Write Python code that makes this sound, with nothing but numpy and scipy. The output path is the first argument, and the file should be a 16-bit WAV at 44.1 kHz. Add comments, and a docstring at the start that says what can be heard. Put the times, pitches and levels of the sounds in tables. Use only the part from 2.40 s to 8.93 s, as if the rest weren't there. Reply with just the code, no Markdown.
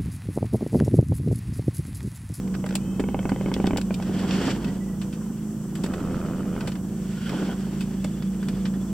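"""Inside a parked car, on a hand-held stereo microphone. Throughout, the idling engine booms over a soft
rumble and insects hiss outside. Close by, trim snaps, a switch clicks and at 0.4 s a small electric motor
whines thinly for a second while the moving part creaks in slips. Cloth rubs as someone shifts on the seat;
at 2.3 s a bird gives four faint notes. Near 3.5 s the motor runs again between clicks, now with a rough
buzz. More rubbing and snaps follow, and from 5.6 s a second bird chirps faintly."""
import sys
import numpy as np
from scipy import signal
from scipy.fft import rfft, irfft, next_fast_len
from scipy.io import wavfile
from scipy.ndimage import map_coordinates

SR = 44100
rng = np.random.default_rng(int(sys.argv[2]) if len(sys.argv) > 2 else 0)


def waveform_to_disk(signal):
    """Save audio, clipped to [-1, 1], as 16-bit WAV at the path in sys.argv[1]."""
    frames = np.transpose(np.atleast_2d(signal))
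    scaled = np.clip(frames, -1, 1) * 32767
    samples = np.round(scaled).astype(np.int16)
    wavfile.write(sys.argv[1], SR, samples)


N = 287955
T = np.arange(N) / SR

# Noise colours as heard from the seat. Each row: frequency in Hz, relative density in dB.
OUTSIDE_SPECTRUM = [(590, -43), (1000, 0), (1090, -1.5), (1410, -7.5), (1900, -27.5), (3160, -20.5),
                    (3990, -28), (5780, -5.5), (6770, -7.5), (7640, -2.5), (8540, -4.5), (9200, -27.5),
                    (12000, -33), (20200, -120)]  # insects and distant traffic
RUMBLE_SPECTRUM = [(12, -59), (20, -13), (54, -11.5), (93, -1.5), (166, 2.5), (202, 2.5), (229, -2),
                   (265, -4.5), (323, -10.5), (555, -19), (1500, -34.5), (1950, -81), (3300, -120)]  # engine noise in the cabin
GROAN_SPECTRUM = [(70, -26), (130, -11), (250, 2), (420, -8), (620, -15), (760, -16), (1100, -21.5),
                  (1800, -28), (2600, -54)]  # weight shifting on the seat
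CLOTH_SPECTRUM = [(600, -26.5), (1000, -8), (1800, -1.5), (2400, -5), (3050, -1), (4000, -10), (4500, -5.5),
                  (5450, -7.5), (6560, -13.5), (7600, -8), (9400, -24), (13500, -30), (16000, -50)]  # cloth rubbing
SLIDE_SPECTRUM = [(1000, -61), (1300, -3), (1450, 6.5), (1650, -3), (2300, -49), (2850, -6), (3080, -1.5),
                  (3400, -4), (3900, -29)]  # a slide with two hollow resonances
SNAP_LOW_SPECTRUM = [(700, -7), (1000, -7), (1700, -5), (2100, -8), (2600, -43)]  # a snap's body
SNAP_MID_SPECTRUM = [(1600, -48), (2300, 3.5), (3100, 7), (4000, 1), (4700, 3), (6000, -2), (6800, -25)]  # its crack
SNAP_AIR_SPECTRUM = [(5500, -57), (6800, 4.5), (7800, 8.5), (9000, -2), (11000, -7.5), (15000, -9)]  # its airy top
DOOR_SPECTRUM = [(250, -1), (350, -4), (510, -3.5), (690, -11), (820, -19), (1100, -15), (1280, -5.5),
                 (1550, -15), (1800, -23), (3100, -26), (4200, -56)]  # motor buzz through the door panel
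MIC_HISS_SPECTRUM = [(3000, -30), (9000, -2), (13000, -1.5), (15800, -4)]  # the microphone's own noise

# First bird, outside. Each row: start and length in seconds, first and last pitch in Hz, peak in dB.
BIRD_NOTES = [(2.266, .055, 1910, 1960, -48.5), (2.401, 0.043, 1960, 1970, -50.5),
              (2.474, .035, 1960, 1950, -51.5), (2.52, 0.037, 1940, 1930, -56)]
# Second bird, outside. Each row: start of a phrase in seconds, number of chirps.
BIRD_PHRASES = [(5.594, 5), (6.0, 8)]
# The idle. Each row: time in seconds, firing pattern rate in Hz, levels of order 7, order 8, rumble in dB.
ENGINE_IDLE = [(0.0, 26.9, -29.5, -41, -35.5), (1.03, 27.69, -28, -41, -31), (1.4, 26.85, -30, -33.5, -35),
               (2.0, 27.19, -28, -35.5, -30.5), (2.6, 27.39, -30.5, -39, -36),
               (3.05, 26.58, -38.5, -31, -40.5), (3.56, 27.19, -33.5, -40.5, -33.5),
               (3.95, 26.7, -35, -36, -34), (4.9, 26.66, -32, -35, -37.5), (5.3, 27.28, -30, -35, -38.5),
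               (6.53, 27.2, -27.5, -34.5, -36)]
# Quieter engine orders. Each row: multiple of the firing pattern rate, level in dB.
QUIET_ORDERS = [(5, -42.5), (6, -40), (9, -48), (10, -49.5), (12, -46)]
# Tones of an engine accessory. Each row: frequency in Hz, level in dB.
ACCESSORY_HUMS = [(382, -51), (490, -57)]
# A body moving on the seat. Each row: start, rise, hold and fall in seconds,
# then the levels of groan, cloth rub and hollow slide in dB.
SEAT_MOVES = [(.7, 0.46, .15, .05, -36, -52.5, -70), (1.45, 0.35, .08, 0.098, -31.5, -43.5, -52),
              (1.674, 0.27, 0.15, 0.16, -27, -36, -41.5), (2.118, 0.07, 0.1, 0.14, -33, -49, -56.5),
              (3.29, 0.24, 0.23, 0.66, -33.5, -52.5, -67), (4.017, 0.21, 0.023, 0.085, -34.5, -51.5, -61),
              (4.498, 0.367, .2, 0.066, -46, -45.5, -45.5),
              (4.827, 0.086, 0.22, 0.035, -31.5, -45.5, -45.5), (5.123, .04, .05, 0.96, -40, -50.5, -61),
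              (5.75, 0.38, 0.016, .45, -40, -52.5, -64)]
# The seat between movements: the levels of groan, cloth rub and hollow slide in dB.
SEAT_REST_DB = [-44, -58.5, -66]
# Slips of the moving part and the seat. Each row: start in seconds, level in dB, relative thump in dB.
SLIPS = [(0.241, -22, -7), (0.263, -27, -9), (0.308, -27, -16), (0.325, -29.5, -3), (0.355, -24, -2),
         (0.596, -17.5, -2), (0.603, -30.5, 13.5), (0.639, -22, 1.5), (0.687, -22, 3), (0.745, -18, -5),
         (0.791, -19, -3), (0.829, -30, -11), (0.854, -18.5, 1), (0.919, -19, 4), (0.961, -24.5, -15),
         (1.011, -21.5, -2), (1.06, -20, 4.5), (1.085, -28, 6), (1.116, -20, -2), (1.165, -21, 2),
         (1.2, -18.5, 0), (1.242, -17.5, 1.5), (1.274, -20, 4), (1.308, -17.5, -1), (1.333, -19, 6),
         (1.361, -21, 4.5), (1.383, -18, 0), (1.507, -20, -4), (1.6, -26, -2), (1.695, -29, 8),
         (1.843, -37, 6), (2.065, -36, 17), (3.441, -24, 4.5), (4.164, -24.5, 3), (4.277, -24.5, 2),
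         (4.92, -40, 11), (4.945, -31.5, 8.5), (5.02, -32, 10), (5.092, -25.5, -15), (5.646, -22, 1.5)]
# Panel modes that a slip strikes. Each row: frequency in Hz, time to fall 60 dB in seconds.
PANEL_MODES = [(265, 0.042), (349, 0.028), (517, 0.021), (791, 0.02), (660, 0.018), (1446, 0.014),
               (2164, 0.016), (3000, 0.011)]
# Nearby clicks and snaps. Each row: start in seconds, level in dB,
# low and airy parts in dB against the middle part, time to fall 60 dB in seconds.
SNAP_EVENTS = [(0.075, -44.5, 5, -16, 0.032), (0.14, -42, 4.5, -21, 0.06), (0.15, -33, 6, -20, 0.022),
               (0.2618, -34.5, 7, -3, 0.027), (0.289, -38.5, 3, -1, .03), (0.307, -36, 4, -13, 0.028),
               (0.325, -42, -1, -13, .025), (0.339, -44, 8, -13, .025), (0.3525, -22, -13, 3, 0.034),
               (0.598, -35, 2, -1, 0.043), (0.892, -34.5, 10.5, -5.5, 0.034),
               (1.1397, -18, -14, -10, 0.016), (1.257, -39, 9, -6, .03), (1.268, -25, -12, -8, 0.026),
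               (1.3707, -25.5, -7, -3, 0.052), (1.4132, -27, -6, -4.5, 0.02),
               (1.541, -29.5, -30, -4.5, 0.034), (1.623, -38.5, 3, -7, .05), (1.793, -35.5, -2, -6, .025),
               (1.9086, -23.5, -1, -25, .025), (2.2438, -32.5, -4, -7, .035), (2.614, -39.5, 0, -7, 0.081),
               (2.7263, -45.5, -2, -8, 0.14), (3.353, -39, 1.5, -1, 0.063), (3.436, -35, -7, -1, 0.095),
               (3.461, -38, 3, -2, 0.038), (3.5364, -35, 4, -7, 0.037), (4.206, -34, 3, -9, 0.048),
               (4.2729, -33, -1, -4, 0.072), (4.3175, -39, -1, -7, .048), (4.353, -41, 6, -9, 0.043),
               (4.892, -33.5, -0.5, -7, 0.052), (5.4067, -37, -3, -4, 0.1), (5.6428, -34, -3, 1.5, 0.04),
               (5.8224, -38.5, -0.5, -15, 0.042), (6.0277, -42, 10.5, -7, 0.035),
               (6.0841, -33, 1, -5, 0.045), (6.253, -34.5, 1, -21, 0.072), (6.337, -47.5, 8.5, -17, 0.055)]
# Motor runs. 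Each row: on and off in seconds, first and last running speed in turns a second,
# whine gain in dB, first and last buzz gain in dB.
MOTOR_RUNS = [(.365, 1.38, 87.2, 85.2, -68, -64, -62), (3.45, 4.28, 88, 80, -72, -38.5, -42)]
# The commutator's whine. Each row: multiple of the shaft rate, relative level in dB.
COMMUTATOR_ORDERS = [(12, -19), (24, 0), (30, 7.5), (36, 8)]

# Cabin noise at the two microphone ports. Each row: frequency in Hz, left-right correlation.
PORT_LIKENESS = [(60, 0.93), (250, 1), (600, 0.87), (1200, 0.81), (2400, 0.92), (5000, 0.39), (9000, 0.075),
                 (15000, 0.069)]
# Colour difference of the ports. Each row: frequency in Hz, left over right in dB.
PORT_BALANCE = [(60, -2.5), (150, -1.5), (380, -1.0), (950, -0.5), (2380, -2.5), (5980, 2), (15000, -0.5)]
# Shading by the microphone's housing. Each row: frequency in Hz, phase lead of the left in radians.
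PORT_PHASE = [(2400, .1), (3200, 0.97), (3550, 0.69), (4200, 0.14), (5000, 1), (6300, -2.1), (7500, -0.49),
              (8900, 0.014)]


def amp(db):
    """Decibels to amplitude."""
    return 10 ** (np.asarray(db) / 20)


def unit(x):
    """x scaled to rms 1."""
    return x / np.sqrt(np.mean(x ** 2) + 1e-20)


def along(points, hz):
    """(Hz, value) points joined on a log axis."""
    f, v = np.transpose(points)
    return np.interp(np.log(hz + 1), np.log(f + 1), v)


def wobble(rate):
    """A smooth random curve, rate knots a second."""
    return map_coordinates(rng.standard_normal(int(N * rate / SR) + 4), [T * rate])


def swell(start, rise, hold, fall):
    """0 to 1 and back, in straight lines."""
    return np.interp(T, np.cumsum([start, rise, hold, fall]), [0, 1, 1, 0])


def filtered(x, response):
    """x through a frequency response."""
    size = next_fast_len(x.shape[-1] + 8192)
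    return irfft(rfft(x, size) * response(np.fft.rfftfreq(size, 1 / SR)), size)[..., :x.shape[-1]]


def rush(spectrum, n=N):
    """Stereo noise of rms 1, as alike at both ports as the cabin makes it."""
    def mid_side_gains(hz):
        width = np.arccos(np.clip(along(PORT_LIKENESS, hz), -1, 1)) / 2
        return amp(along(spectrum, hz)) * [np.cos(width), np.sin(width)]
    mid, side = filtered(rng.standard_normal((2, n)), mid_side_gains)
    return unit(np.array([mid + side, mid - side]))


def cabin_ring(x, t60=0.087):
    """The short ring of the padded cabin around the microphone."""
    t = np.arange(SR // 6) / SR
    tail = rush([(50, -15.5), (15000, -26.5)], len(t)) * amp(-60 * t / t60)
    return signal.fftconvolve(x, tail / np.linalg.norm(tail[0]), axes=1)[:, :N]


def insects_and_traffic(level_db=-53.5):
    """Outside the car, a flickering hiss of insects with traffic far off."""
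    return amp(level_db + 1.1 * wobble(16)) * rush(OUTSIDE_SPECTRUM)


def whistling_bird():
    """One bird, faint from in here, whistles four nearly level notes."""
    out = np.zeros(N)
    for start, length, first_hz, last_hz, db in BIRD_NOTES:
        progress = np.clip((T - start) / length, 0, 1)
        hz = first_hz + (last_hz - first_hz) * progress
        out += amp(db) * np.sin(np.pi * progress) ** .7 * np.sin(2 * np.pi * np.cumsum(hz) / SR)
    return out


def chirping_bird(spacing_s=.0672, chirp_s=0.02964, peak_db=-54):
    """Another bird outside gives two quick phrases of arched chirps."""
    out = np.zeros(N)
    progress = np.arange(round(chirp_s * SR)) / (chirp_s * SR)
    hz = 3460 - 550 * (2 * progress - 1) ** 4  # quick rise, flat top, quick fall
    chirp = np.sin(np.pi * progress) ** 0.77 * np.sin(2 * np.pi * np.cumsum(hz) / SR)
    for start, count in BIRD_PHRASES:
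        for k in range(round(count)):
            onset = round((start + k * spacing_s) * SR)
            out[onset:][:len(chirp)] += amp(rng.normal(peak_db, 1.2)) * chirp
    return out


def engine():
    """From the seat: trembling orders of the firing pattern, over rumble that throbs with the firing."""
    times, *columns = np.transpose(ENGINE_IDLE)
    hz, boom_db, eighth_db, rumble_db = [np.interp(T, times, column) for column in columns]
    phase = 2 * np.pi * np.cumsum(hz * (1 + 0.0019 * wobble(4.52))) / SR
    tones = np.zeros(N)
    for k, db in [(2, boom_db - 13), (7, boom_db), (8, eighth_db), *QUIET_ORDERS]:
        tones += amp(db + 1.43 * wobble(14)) * np.sin(k * phase + 0.49 * wobble(14) + np.pi * k * k / 2)
    for hum_hz, db in ACCESSORY_HUMS:
        tones += amp(db + 2.74 * wobble(5)) * np.sin(2 * np.pi * hum_hz * T + 0.75 * wobble(4.4))
    throb = 1 + 0.21 * np.sin(phase)
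    return np.sqrt(2) * tones + amp(rumble_db) * throb * rush(RUMBLE_SPECTRUM)


def seat_movement():
    """The seat groans in lumps as weight shifts; cloth rubs more finely, at times with a hollow ring."""
    lifts_db = [np.outer(np.subtract(move[4:], SEAT_REST_DB), swell(*move[:4])) for move in SEAT_MOVES]
    groan_db, cloth_db, slide_db = np.max(lifts_db, axis=0) + np.c_[SEAT_REST_DB]
    groan = amp(groan_db) * unit(amp(2.55 * wobble(70)) * rush(GROAN_SPECTRUM))
    cloth = amp(cloth_db) * unit(amp(1.5 * wobble(45)) * rush(CLOTH_SPECTRUM))
    slide = amp(slide_db) * unit(amp(3.0 * wobble(60)) * rush(SLIDE_SPECTRUM))
    return groan + cloth + slide


def creaks(middle_db=-1, upper_db=-10.5, rise_s=.0007):
    """Close by, each slip knocks the same panel modes at slightly new strengths and pitches."""
    out, t = np.zeros(N + SR), np.arange(SR // 10) / SR
    hz, t60 = np.transpose(PANEL_MODES)[:, :, None]
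    for start, db, thump_db in SLIPS:
        mode_db = np.select([hz < 450, hz < 1300], [thump_db, middle_db], upper_db)
        mode_db = mode_db + rng.normal(0, 2, hz.shape)
        pitch = hz * np.exp(rng.normal(0, 0.043, hz.shape))
        phase = 2 * np.pi * pitch * t + rng.normal(np.pi, .5, hz.shape)
        ring = (amp(mode_db - 60 * t / t60) * np.sin(phase)).sum(axis=0)
        out[round(start * SR):][:len(t)] += amp(db) * ring * (1 - np.exp(-t / rise_s))
    return out[:N]


def snaps(rise_s=.0012):
    """Switch, trim and buckle near the microphone: short noise bursts in three bands."""
    out, t = np.zeros((2, N + SR)), np.arange(SR // 11) / SR
    for start, db, low_db, air_db, t60 in SNAP_EVENTS:
        burst = rush(SNAP_MID_SPECTRUM, len(t))
        burst += amp(low_db) * rush(SNAP_LOW_SPECTRUM, len(t))
        burst += amp(air_db) * rush(SNAP_AIR_SPECTRUM, len(t))
        envelope = amp(db - 60 * t / t60) * (1 - np.exp(-t / rise_s))
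        out[:, round(start * SR):][:, :len(t)] += envelope * burst
    return out[:, :N]


def motor(spin_up_s=.04, spin_up_depth=.16, switch_s=.025):
    """The motor spins up, then slows under load; its commutator whines and its gears buzz in the door."""
    shaft_hz, whine_gain, buzz_gain = np.zeros((3, N))
    for start, stop, first_hz, last_hz, whine_db, first_db, last_db in MOTOR_RUNS:
        on = swell(start, switch_s, stop - start - switch_s, switch_s)
        spin_up = 1 - spin_up_depth * np.exp(-np.abs(T - start) / spin_up_s)
        shaft_hz += (on > 0) * np.interp(T, [start, stop], [first_hz, last_hz]) * spin_up
        whine_gain += on * amp(whine_db)
        buzz_gain += on * amp(np.interp(T, [start, stop], [first_db, last_db]))
    angle = 2 * np.pi * np.cumsum(shaft_hz * (1 + 0.0038 * wobble(30))) / SR
    whine = sum(amp(db + 3 * wobble(150)) * np.sin(k * angle + .5 * wobble(150))  # uneven brush contact
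                for k, db in COMMUTATOR_ORDERS)
    pulse = .5 + .5 * np.cos(angle)
    beat = .25 + pulse ** 4 * amp(2.2 * wobble(45) + 3 * np.cos(angle / 2))  # every second turn is harder
    strikes = (shaft_hz > 0) * pulse ** 400 * amp(1.5 * wobble(60))  # the same tooth strikes every turn
    knock = filtered(strikes, lambda hz: amp(along(DOOR_SPECTRUM, hz)))
    buzz = unit(beat * rush(DOOR_SPECTRUM)) + 0.73 * unit(knock)
    return whine_gain * whine + buzz_gain * buzz


def scene():
    """All that reaches the seat; the close creaks and snaps also ring in the cabin."""
    close = creaks() + snaps()
    background = engine() + insects_and_traffic() + whistling_bird() + chirping_bird()
    return background + motor() + seat_movement() + close + amp(-9.0) * cabin_ring(close)


def record(dry, top_hz=15850):
    """The hand-held microphone: two ports, unlike in colour and phase, with hiss and a band limit."""
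    def ports(hz):
        gain = amp(np.outer([.5, -.5], along(PORT_BALANCE, hz)))
        phase = np.outer([.5, -.5], along(PORT_PHASE, hz))
        return gain * np.exp(1j * phase) * (hz < top_hz)
    hiss = filtered(rng.standard_normal((2, N)), lambda hz: amp(along(MIC_HISS_SPECTRUM, hz)))
    return filtered(dry + amp(-55.5) * unit(hiss), ports)


dry = scene()
out = record(dry)
waveform_to_disk(out)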